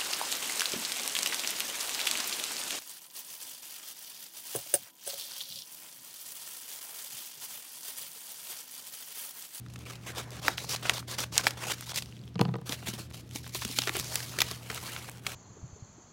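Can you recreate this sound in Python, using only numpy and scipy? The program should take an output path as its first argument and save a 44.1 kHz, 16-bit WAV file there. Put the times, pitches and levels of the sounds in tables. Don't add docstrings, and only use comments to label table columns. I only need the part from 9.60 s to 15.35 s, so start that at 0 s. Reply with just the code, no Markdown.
import sys
import numpy as np
from scipy import signal
from scipy.fft import rfft, irfft, next_fast_len
from scipy.io import wavfile
from scipy.ndimage import uniform_filter1d, map_coordinates

SR = 44100
rng = np.random.default_rng(int(sys.argv[2]) if len(sys.argv) > 2 else 0)


def makeup_ratio(level_db):
    decades = np.asarray(level_db, float) / 20
    return 10 ** decades


def inscribe(sig):
    pcm = np.round(np.clip(np.atleast_2d(sig).T, -1, 1) * 32767)
    wavfile.write(sys.argv[1], SR, pcm.astype(np.int16))


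N = 253530


def unit(x):
    return x / np.sqrt(np.mean(x ** 2) + 1e-20)


def along(points, hz):
    f, v = np.transpose(points)
    return np.interp(np.log(hz + 1), np.log(f + 1), v)


def wobble(rate):
    knots = rng.standard_normal(int(N * rate / SR) + 4)
    return map_coordinates(knots, [np.arange(N) * rate / SR])


def filtered(x, response):
    m = next_fast_len(N + SR // 2)
    return irfft(rfft(x, m) * response(np.fft.rfftfreq(m, 1 / SR)), m)[..., :N]


def ring(modes, t, spread_db):
    total = np.zeros(len(t))
    for hz, db, t60 in modes:
        strike_db = db + spread_db * rng.standard_normal()
        total += makeup_ratio(strike_db - 60 * t / t60) * np.sin(2 * np.pi * hz * t)
    return total


def place(out, s, sound):
    out[round(s * SR):][:len(sound)] += sound


def strokes(rows):
    t, level, dull = np.arange(0, N, 16) / SR, -120., 0.
    stick_db, attack_db_per_s, release_db_per_s = 10, 2500, 361
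    for s, length, in_db, out_db, dull_db in rows:
        end = s + length
        swell = np.interp(t, [s, end, end + 0.0055], [in_db, out_db, out_db - stick_db])
        swell = swell - attack_db_per_s * (s - t).clip(0)
        swell = swell - release_db_per_s * (t - end).clip(0)
        dull = np.where(swell > level, dull_db, dull)
        level = np.maximum(level, swell)
    return [np.interp(np.arange(N) / SR, t, c) for c in (level, dull)]


def fibres(share, spread_db):
    hit = rng.random(N) < share
    size_db = spread_db * rng.exponential(size=N).clip(0, 3)
    return unit(hit * rng.standard_normal(N) * makeup_ratio(size_db))


def crinkles():
    pops_per_s, middle_hz, cycles = 260, 2225, 12.2
    draw, t = rng.random((int(pops_per_s * N / SR), 3)), np.arange(200) / SR
    hz = middle_hz * np.exp(2.22 * (draw[:, 1:2] - .5))
    size_db = -4.5 * np.log(1 - draw[:, 2:]).clip(-3.5, 0)
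    pops = makeup_ratio(size_db - 60 * t * hz / cycles / 2) * np.sin(2 * np.pi * hz * t)
    at = (draw[:, :1] * N).astype(int) + np.arange(len(t))
    return unit(np.bincount(at.ravel(), pops.ravel(), N + len(t))[:N])


def bent(x, fold_hz, lift_db, patchy_db, held_db):
    hz, t, z = signal.stft(x, SR, nperseg=256)
    hz = hz[:, None]
    centre = fold_hz[np.minimum((t * SR).astype(int), N - 1)]
    lift = lift_db * np.exp(-(np.log((hz + 1) / centre) / 0.37) ** 2)
    field = uniform_filter1d(rng.standard_normal(z.shape), size=4, axis=0)
    field = uniform_filter1d(field, size=5, axis=1)
    held = uniform_filter1d(rng.standard_normal(z.shape), size=2, axis=0)
    held = uniform_filter1d(held, size=18, axis=1)
    patches = patchy_db * unit(field) + held_db * unit(held)
    patches = patches / (1 + (hz / 6500) ** 2)
    return signal.istft(z * makeup_ratio(lift + patches), SR, nperseg=256)[1][:N]


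# (start [s], length [s], level as it sets in [dB], level as it ends [dB], dullness [dB])
CUTS = [(0.0, 0.073, -69, -66, 0), (.1, .07, -58, -67, 0), (.18, 0.06, -59, -56.5, 0),
        (.262, 0.05, -52, -48, 2), (.32, .016, -53, -50, -2), (.337, 0.026, -60, -52, 0),
        (.365, .04, -62, -63, 4), (.41, 0.055, -58, -54, 2), (.465, 0.022, -43, -42, 0),
        (.487, .035, -41, -51, 0), (.525, .025, -59, -59, 3), (.55, 0.028, -49, -43, 0),
        (.582, .014, -38, -41, 1), (.598, .014, -40, -40, 2), (.613, 0.03, -47, -53, 0),
        (.645, .065, -59, -63, 3), (.717, 0.081, -50, -50, 0), (.82, 0.03, -48, -38, 0),
        (.85, .028, -38, -36, 0), (.882, 0.09, -36, -58, 2), (.975, 0.074, -42.5, -44, 0),
        (1.05, .04, -53, -49, 0), (1.092, 0.02, -35, -36, -3), (1.117, .033, -36, -33, 3),
        (1.175, .05, -54, -58, 4), (1.228, 0.066, -44.5, -38.5, 6), (1.298, .03, -36, -48, 6),
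        (1.335, 0.028, -37, -42, 1), (1.368, .016, -39, -38, 2), (1.393, .012, -39, -44, -2),
        (1.481, 0.07, -40, -39.5, 0), (1.585, 0.02, -31, -37, 0), (1.606, .037, -36, -39, 0),
        (1.725, 0.053, -42.5, -37, 0), (1.78, .006, -29, -33, -4), (1.788, .025, -39, -41, 5),
             (1.815, .02, -48, -54, 3), (1.838, .024, -41, -36, 0), (1.871, .013, -30, -34, -3),
             (1.886, .08, -44, -62, 0), (1.973, 0.06, -50, -39, 4), (2.035, .025, -39, -41, 5),
             (2.07, 0.028, -40, -35, 0), (2.098, 0.024, -32, -31, 3), (2.127, .017, -39, -38, 0),
             (2.15, 0.06, -50, -53, 3), (2.22, .03, -44, -48, 2), (2.26, 0.034, -48, -39, 0),
             (2.295, .026, -39, -44, 3), (2.344, .014, -40, -44, 0), (2.36, 0.026, -34, -32, -2),
             (2.387, 0.25, -52, -71.5, 3), (2.602, .09, -73, -63.5, 0)]
GRIPS = [(2.79, 0.22, -59, -78, 0), (3.06, 0.072, -47, -39, 0), (3.134, .045, -38.5, -55.5, 0),
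         (3.181, .083, -55.5, -54, 0), (3.262, .022, -42, -36, 0), (3.285, 0.04, -38, -54, 0),
         (3.334, .06, -44.5, -54.5, 0), (3.382, .03, -46, -44, 2), (3.412, 0.06, -48, -62, 0),
         (3.502, 0.022, -57, -71, 0), (3.538, .025, -48, -54, 0), (3.57, 0.04, -51, -52, 0),
         (3.64, 0.039, -76, -62, 0), (3.70, 0.041, -63, -50.5, 0), (3.745, .014, -48, -40, 0),
         (3.76, .06, -41, -60, -3), (3.833, 0.083, -50.5, -60, 0), (3.925, 0.023, -50, -44, 0),
         (3.948, .013, -36, -39, 2), (3.962, .015, -37, -37, -6), (3.978, 0.036, -45, -45, 0),
         (4.015, .02, -40, -40, 4), (4.036, .11, -44, -44, 0), (4.151, 0.034, -43, -38, -2),
         (4.195, .105, -42, -42, 0), (4.3, 0.045, -48, -44, 0), (4.346, .03, -39, -41, 3),
         (4.38, .035, -39, -39, -3), (4.416, 0.12, -45.5, -43, 0), (4.536, .1, -41, -44, 0),
         (4.636, 0.148, -45, -46.5, 0), (4.795, .124, -46, -44, 0), (4.92, 0.1, -43, -60, 0),
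         (5.009, 0.09, -56.5, -50, 0), (5.1, .085, -47, -44, 0), (5.187, .15, -46, -44, 0),
         (5.338, 0.15, -47.5, -51, 0), (5.498, 0.1, -57.5, -59, 0), (5.618, 0.045, -64, -50.5, 0),
         (5.666, .09, -47, -47.5, 0)]
# (time [s], ring [Hz], slackness as extra body [dB])
BEND = [(0.0, 3630, -7), (.3, 2900, 0), (.5, 2470, 2), (.75, 3400, 4), (1.1, 4800, -5.5), (1.3, 3250, -1),
        (1.74, 4830, 0), (2.03, 2370, 0.5), (2.35, 4500, -12), (2.9, 2500, -8), (3.1, 3380, 6),
        (3.6, 3940, -0.5), (4.12, 4060, -15), (4.33, 2000, -10), (4.45, 5270, 3), (5.13, 2830, 5),
        (5.35, 3000, 6), (5.74, 2930, 6)]
# (frequency [Hz], density [dB per Hz])
CRACKLE = [(500, -19), (1600, -10), (2200, 0.5), (4000, 0), (6500, 0.5), (9000, -4), (13000, -11.5)]
BODY = [(120, -17), (300, -2), (500, 0), (780, -2.5), (1500, -4), (2500, -15), (5000, -76)]
FIZZ = [(4000, -40), (7000, -16), (10000, -2), (15800, -6.5)]


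def rubbing():
    cut_db, cut_dull = strokes(CUTS)
    grip_db, grip_dull = strokes(GRIPS)
    bend_s, bend_hz, bend_db = np.transpose(BEND)
    fold_hz = np.interp(np.arange(N) / SR, bend_s, bend_hz)
    slack_db = np.interp(np.arange(N) / SR, bend_s, bend_db)
    level_db, cutting = np.maximum(cut_db, grip_db), cut_db > grip_db
    dull_db = np.where(cutting, cut_dull, grip_dull)
    body_db = dull_db + np.where(cutting, -3.5, -9.5) + slack_db
    body_db = body_db - 0.1461 * (level_db + 47.5).clip(-30, 30)
    fizz_db = np.where(cutting, -10.5, -6) - 0.7 * dull_db + 1.2 * wobble(17)
    clump_db = 1.4 * wobble(60) + 1.3 * wobble(250)
    clicks = fibres(.06, 0.87)

    def layer(colour, smooth):
        drive = makeup_ratio(clump_db) * (clicks + smooth * rng.standard_normal(N))
        return unit(filtered(drive, lambda hz: makeup_ratio(along(colour, hz))))

    sheet = layer(CRACKLE, 1.5) + makeup_ratio(body_db) * layer(BODY, 2.6) + makeup_ratio(fizz_db) * layer(FIZZ, 1.9)
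    sheet = sheet + makeup_ratio(-13) * crinkles()
    sheet = bent(sheet, fold_hz, lift_db=3.5, patchy_db=2.2, held_db=2.4)
    return makeup_ratio(level_db - 1.5) * sheet


# (frequency [Hz], level [dB rms])
HUM = [(60, -84), (120, -48.5), (180, -64)]
# (frequency [Hz], density [dB per Hz])
AIR = [(25, -31), (82, 7), (100, -9), (135, 3), (321, -8), (900, -25.5), (3600, -29.5), (16000, -48)]


def background():
    t, hum = np.arange(N) / SR, np.zeros(N)
    for hz, db in HUM:
        phase = 2 * np.pi * hz * t + 0.5 * wobble(3.3)
        hum += np.sqrt(2) * makeup_ratio(db + 1.5 * wobble(3.97)) * np.sin(phase)
    air = unit(filtered(rng.standard_normal(N), lambda hz: makeup_ratio(along(AIR, hz))))
    return hum + makeup_ratio(-50.5 + 0.81 * wobble(3.8)) * air


# (frequency [Hz], t60 [s])
ROOM = [(200, 0.72), (2000, 0.28), (10000, 0.22)]


def room(x):
    hz, t, z = signal.stft(rng.standard_normal(SR // 2), SR, nperseg=256)
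    decay = makeup_ratio(-60 * t / along(ROOM, hz)[:, None])
    tail = signal.istft(z * decay, SR, nperseg=256)[1]
    delayed = np.pad(x, (130, 0))
    return signal.fftconvolve(delayed, tail / np.linalg.norm(tail))[:N]


def snap(db, hz, t60, edge_db, step, rise_s, flex):
    t = np.arange(SR // 16) / SR
    burst = rng.standard_normal(len(t)) * makeup_ratio(-60 * t / t60) * (1 - np.exp(-(t / rise_s) ** 2))
    burst[0] = step
    fold = signal.lfilter(*signal.iirpeak(hz, 2.2, fs=SR), burst)
    broad_band = signal.butter(2, [420, min(3.6 * hz, 9000)], "band", fs=SR)
    main = unit(fold) + makeup_ratio(0.5) * unit(signal.lfilter(*broad_band, burst))
    edge = signal.lfilter(*signal.butter(3, [7000, 16600], "band", fs=SR), burst)
    fall_s, flex_t60 = .0013, .014
    wave = np.sin(2 * np.pi * 1.5 * hz * fall_s * np.log(1 + t / fall_s)) * makeup_ratio(-60 * t / flex_t60)
    sound = flex * wave + main / abs(main).max() + makeup_ratio(edge_db) * edge / abs(edge).max()
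    return makeup_ratio(db - 3.0) * sound / abs(sound).max()


# (time [s], peak
# [dB], ring [Hz], burst t60 [s])
SNAPS = [(0.1372, -33, 7100, 0.03), (0.159, -30.5, 2000, 0.02), (0.2545, -33.5, 3270, 0.01),
         (0.3552, -33.5, 3250, 0.034), (1.093, -20, 4900, 0.019), (1.106, -18.5, 4500, .013),
         (1.1613, -18.5, 4200, 0.03), (1.2531, -21.5, 696, 0.039), (1.336, -25, 5160, 0.061),
         (1.372, -25, 900, 0.025), (1.3809, -26, 970, .0084), (1.514, -24, 4450, .008),
         (1.5873, -18.5, 5140, .033), (1.604, -17, 5640, 0.026), (1.637, -21.5, 990, 0.025),
         (1.755, -22, 3820, 0.019), (1.766, -20, 790, 0.018), (1.9076, -19, 4600, .016),
         (2.209, -23.5, 7640, 0.014), (2.2935, -23, 4450, .013), (2.3184, -23, 960, 0.013),
         (2.373, -20, 4480, 0.042), (2.4227, -22, 3380, 0.019), (2.459, -31, 5150, 0.011),
         (.063, -37.5, 1390, 0.013), (.085, -40, 4450, .01), (.19, -33, 5500, .008),
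             (0.7063, -30, 6500, 0.0066), (1.1965, -36, 5000, .005), (2.4062, -42, 7940, .006),
             (3.0935, -17.5, 3200, 0.016), (3.1046, -31, 3030, .0064), (3.227, -33, 650, 0.02),
             (3.285, -21, 6900, 0.031), (3.3377, -23, 4430, .0086), (3.5116, -34.5, 860, 0.0071),
             (3.5438, -28.5, 3100, 0.025), (3.7113, -30, 3030, 0.0051), (3.7591, -17, 3000, 0.012),
             (3.865, -29, 1080, 0.032), (3.8776, -23, 7400, 0.0026), (3.8938, -30.5, 5190, 0.021),
             (3.9515, -24.5, 1160, .028), (4.02, -23, 1200, 0.053), (4.0496, -15.5, 4760, 0.017),
             (4.079, -25, 6540, 0.0056), (4.1126, -23, 4000, 0.018), (4.237, -17.5, 3120, .01),
             (4.2826, -19, 1450, 0.015),
         (4.3523, -22.5, 1640, 0.077), (4.3674, -14, 8900, 0.013), (4.3894, -20, 6060, 0.066),
               (4.398, -11, 5500, 0.0097), (4.4444, -20, 6140, 0.0094), (4.5438, -19, 8240, 0.017),
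               (4.5587, -30, 964, 0.0091), (4.9125, -18, 5230, 0.012), (5.113, -26, 1420, 0.032),
               (5.1467, -18, 9000, 0.0033), (5.16, -25.5, 4120, 0.024), (5.1756, -26, 1410, 0.03),
               (5.265, -27, 3500, 0.025), (5.377, -35, 2900, .012), (5.573, -33, 5200, .005),
               (5.3196, -26, 9000, .004), (5.4966, -24, 8900, .004), (5.516, -30, 7900, .0041),
               (5.527, -38, 9000, .004), (5.5824, -33, 5100, 0.0052), (5.6661, -14, 2450, 0.025),
               (5.718, -27, 2560, 0.036),
         (.5505, -31, 2500, .01), (.518, -37, 7500, .006), (.209, -38, 4000, .008),
               (.181, -39, 4100, .006), (2.8118, -24, 9000, .014), (2.828, -38, 9000, .01),
               (2.966, -42, 9000, .006), (3.014, -42, 9500, .006), (2.655, -44, 9500, .005),
               (3.505, -38, 7000, .005), (3.525, -38, 6000, .005), (3.692, -38, 6000, .005),
               (3.843, -33, 1500, .01), (4.068, -29, 7000, .005), (1.044, -29, 800, .015),
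               (1.133, -26, 420, .02), (1.146, -24, 750, .02), (1.213, -36, 9000, .005),
               (1.797, -24, 480, .02), (1.811, -27, 1000, .01), (2.1, -21, 550, .02),
               (2.225, -30, 1300, .015), (2.334, -30, 800, .01), (4.09, -24, 3800, .006),
               (4.127, -25, 9500, .005), (4.1445, -25, 9000, .005), (4.604, -25, 1400, .01),
               (4.629, -25, 3000, .008), (5.125, -31, 520, .02), (5.236, -32, 900, .01),
               (5.278, -31, 1000, .012), (5.293, -28, 9000, .004)]
# (time [s], peak [dB], ring [Hz], burst t60 [s], relative bright edge [dB])
CRACKS = [
    (0.8816, -3.5, 1700, .014, -8),
    (.9808, -16, 2850, .006, -8),
    (1.2958, -1, 2900, .014, -24),
    (1.779, 1.5, 5900, .007, -8),
    (3.123, -15, 3400, .015, -14),
    (4.2192, -12, 4600, .01, -16),
    (4.294, -11, 2100, .01, -20),
    (4.5563, -6, 6500, .014, -4),
]
CRUNCHES = [
    (1.8672, -5, 1150, .016, -16),
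    (4.1858, -7.5, 3280, .024, -14),
    (4.272, -14.5, 1450, .025, -25),
    (4.7866, -14, 2400, .018, -14),
    (4.8036, -8, 2970, 0.018, -14),
    (4.8163, -3.5, 2080, 0.02, -10),
    (5.0993, -21, 1550, .03, -25),
    (5.3623, -21, 1270, .02, -25),
    (5.4875, -27, 740, .02, -25),
    (2.116, -16, 1450, .02, -25),
]


def creases():
    out = np.zeros(N + SR)
    sudden_s, crunch_rise_s = 1e-5, .0012
    for s, db, hz, t60 in SNAPS:
        edge_db = -21 + 9 * np.log2(hz / 3000)
        place(out, s, snap(db, hz, t60, edge_db, 3.0, sudden_s, 0))
    for s, *shape in CRACKS:
        place(out, s, snap(*shape, 4.0, sudden_s, makeup_ratio(-1.5)))
    for s, *shape in CRUNCHES:
        place(out, s, snap(*shape, 0, crunch_rise_s, 0))
    return out[:N]


# (time [s], peak [dB], frequency [Hz])
PATS = [(3.095, -34.5, 284), (3.227, -44, 274), (3.286, -31.5, 204), (3.336, -36, 217), (3.401, -39, 197),
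        (3.755, -35, 289), (3.949, -38.5, 376), (4.052, -31.5, 227), (4.187, -32.5, 279),
        (4.274, -33.5, 400), (4.35, -34, 404), (4.369, -34, 380), (4.297, -38, 330), (4.1, -39, 260),
        (4.397, -34, 151), (4.783, -38.5, 358), (4.912, -38.5, 423), (5.102, -37, 443), (1.6, -38, 270),
        (.884, -36, 290)]


def pocket_pats():
    out, t = np.zeros(N + SR), np.arange(SR // 8) / SR
    for s, db, hz in PATS:
        push = ring([(hz, 0, .05), (1.62 * hz, -6, .035)], t, 0.53) * (1 - np.exp(-t / 0.00067))
        place(out, s, makeup_ratio(db + 4.5) * push)
    return out[:N]


# (time [s], peak [dB], ring [Hz])
TICKS = [
    (1.4276, -35, 1310),
    (2.525, -38, 2870),
    (2.5673, -40.5, 3340),
    (2.576, -46, 2600),
    (2.592, -44, 4100),
    (2.615, -47, 4700),
    (2.744, -49, 5500),
    (2.781, -42, 2700),
    (2.638, -43.5, 3370),
    (2.678, -40, 3240),
]


def settling():
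    out, t = np.zeros(N + SR), np.arange(SR // 50) / SR
    for s, db, hz in TICKS:
        modes = [(hz, db, .007), (1.58 * hz, db - 9, .005), (0.75 * hz, db - 23, .006)]
        place(out, s, ring(modes, t, 1.0))
    return out[:N]


# (time [s], peak [dB], relative handle knock [dB], relative blade tick [dB])
BLOWS = [(2.756, -22.5, -14.5, -15), (2.793, -27.5, 4.5, 1.5), (2.804, -11.5, -21, -31),
         (2.8124, -19, 3.5, -1.5), (2.83, -29, -14, -26), (2.852, -19, -8.5, -14), (2.882, -21.5, -17, -24),
         (2.889, -31.5, -2.5, -11), (2.914, -25, -25, -32), (2.94, -27.5, -1.5, -7.5),
         (2.955, -30.5, 2.5, -10), (2.985, -37.5, -3, -13), (3.015, -33.5, -9.5, -15)]
# (frequency [Hz], level [dB], t60 [s])
TABLE = [(134, -4, 0.11), (171, 4, 0.07), (262, -13, 0.06)]
HANDLES = [(330, -5, .04), (390, -4, .035), (439, -6, 0.05), (468, -6, 0.06), (560, -9, .03),
           (728, -3, 0.022), (798, -3, 0.026), (970, -3, 0.03), (1200, -2.5, 0.024), (1440, -7, 0.018),
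           (1816, -8, .014)]


def table():
    out, t = np.zeros(N + SR), np.arange(SR // 6) / SR
    steel = signal.butter(3, [750, 4600], "band", fs=SR)
    for s, db, knock_db, tick_db in BLOWS:
        thud = ring(TABLE, t, 0.99) * (1 - np.exp(-t / 0.0055))
        detune = 1 + .035 * rng.standard_normal()
        knock = ring(HANDLES, t * detune, 2.2) * (1 - np.exp(-t / 0.0012))
        tick = signal.lfilter(*steel, rng.standard_normal(len(t))) * makeup_ratio(-60 * t / 0.014)
        blow = thud + makeup_ratio(knock_db - 0.5) * knock + makeup_ratio(tick_db + 5.5) * tick
        place(out, s, makeup_ratio(db + 0.5) * blow)
    return signal.lfilter(*signal.butter(4, 112, "high", fs=SR), out[:N])


def scene():
    top_hz = 15850
    slides, hits = rubbing(), creases() + table() + pocket_pats()
    steady = slides + background() + room(makeup_ratio(-20) * hits + makeup_ratio(-27.5) * slides)
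    steady = filtered(steady, lambda hz: hz < top_hz)
    hits = filtered(hits, lambda hz: np.where(hz < top_hz, 1, makeup_ratio(-25)))
    return (steady + hits + settling())[None]


def band_limit(x):
    return signal.sosfilt(signal.butter(12, 17010, fs=SR, output="sos"), x)


def record(dry):
    heard = signal.lfilter(*signal.butter(4, 45, "high", fs=SR), dry)
    return band_limit(heard)


dry = scene()
out = record(dry)
inscribe(out)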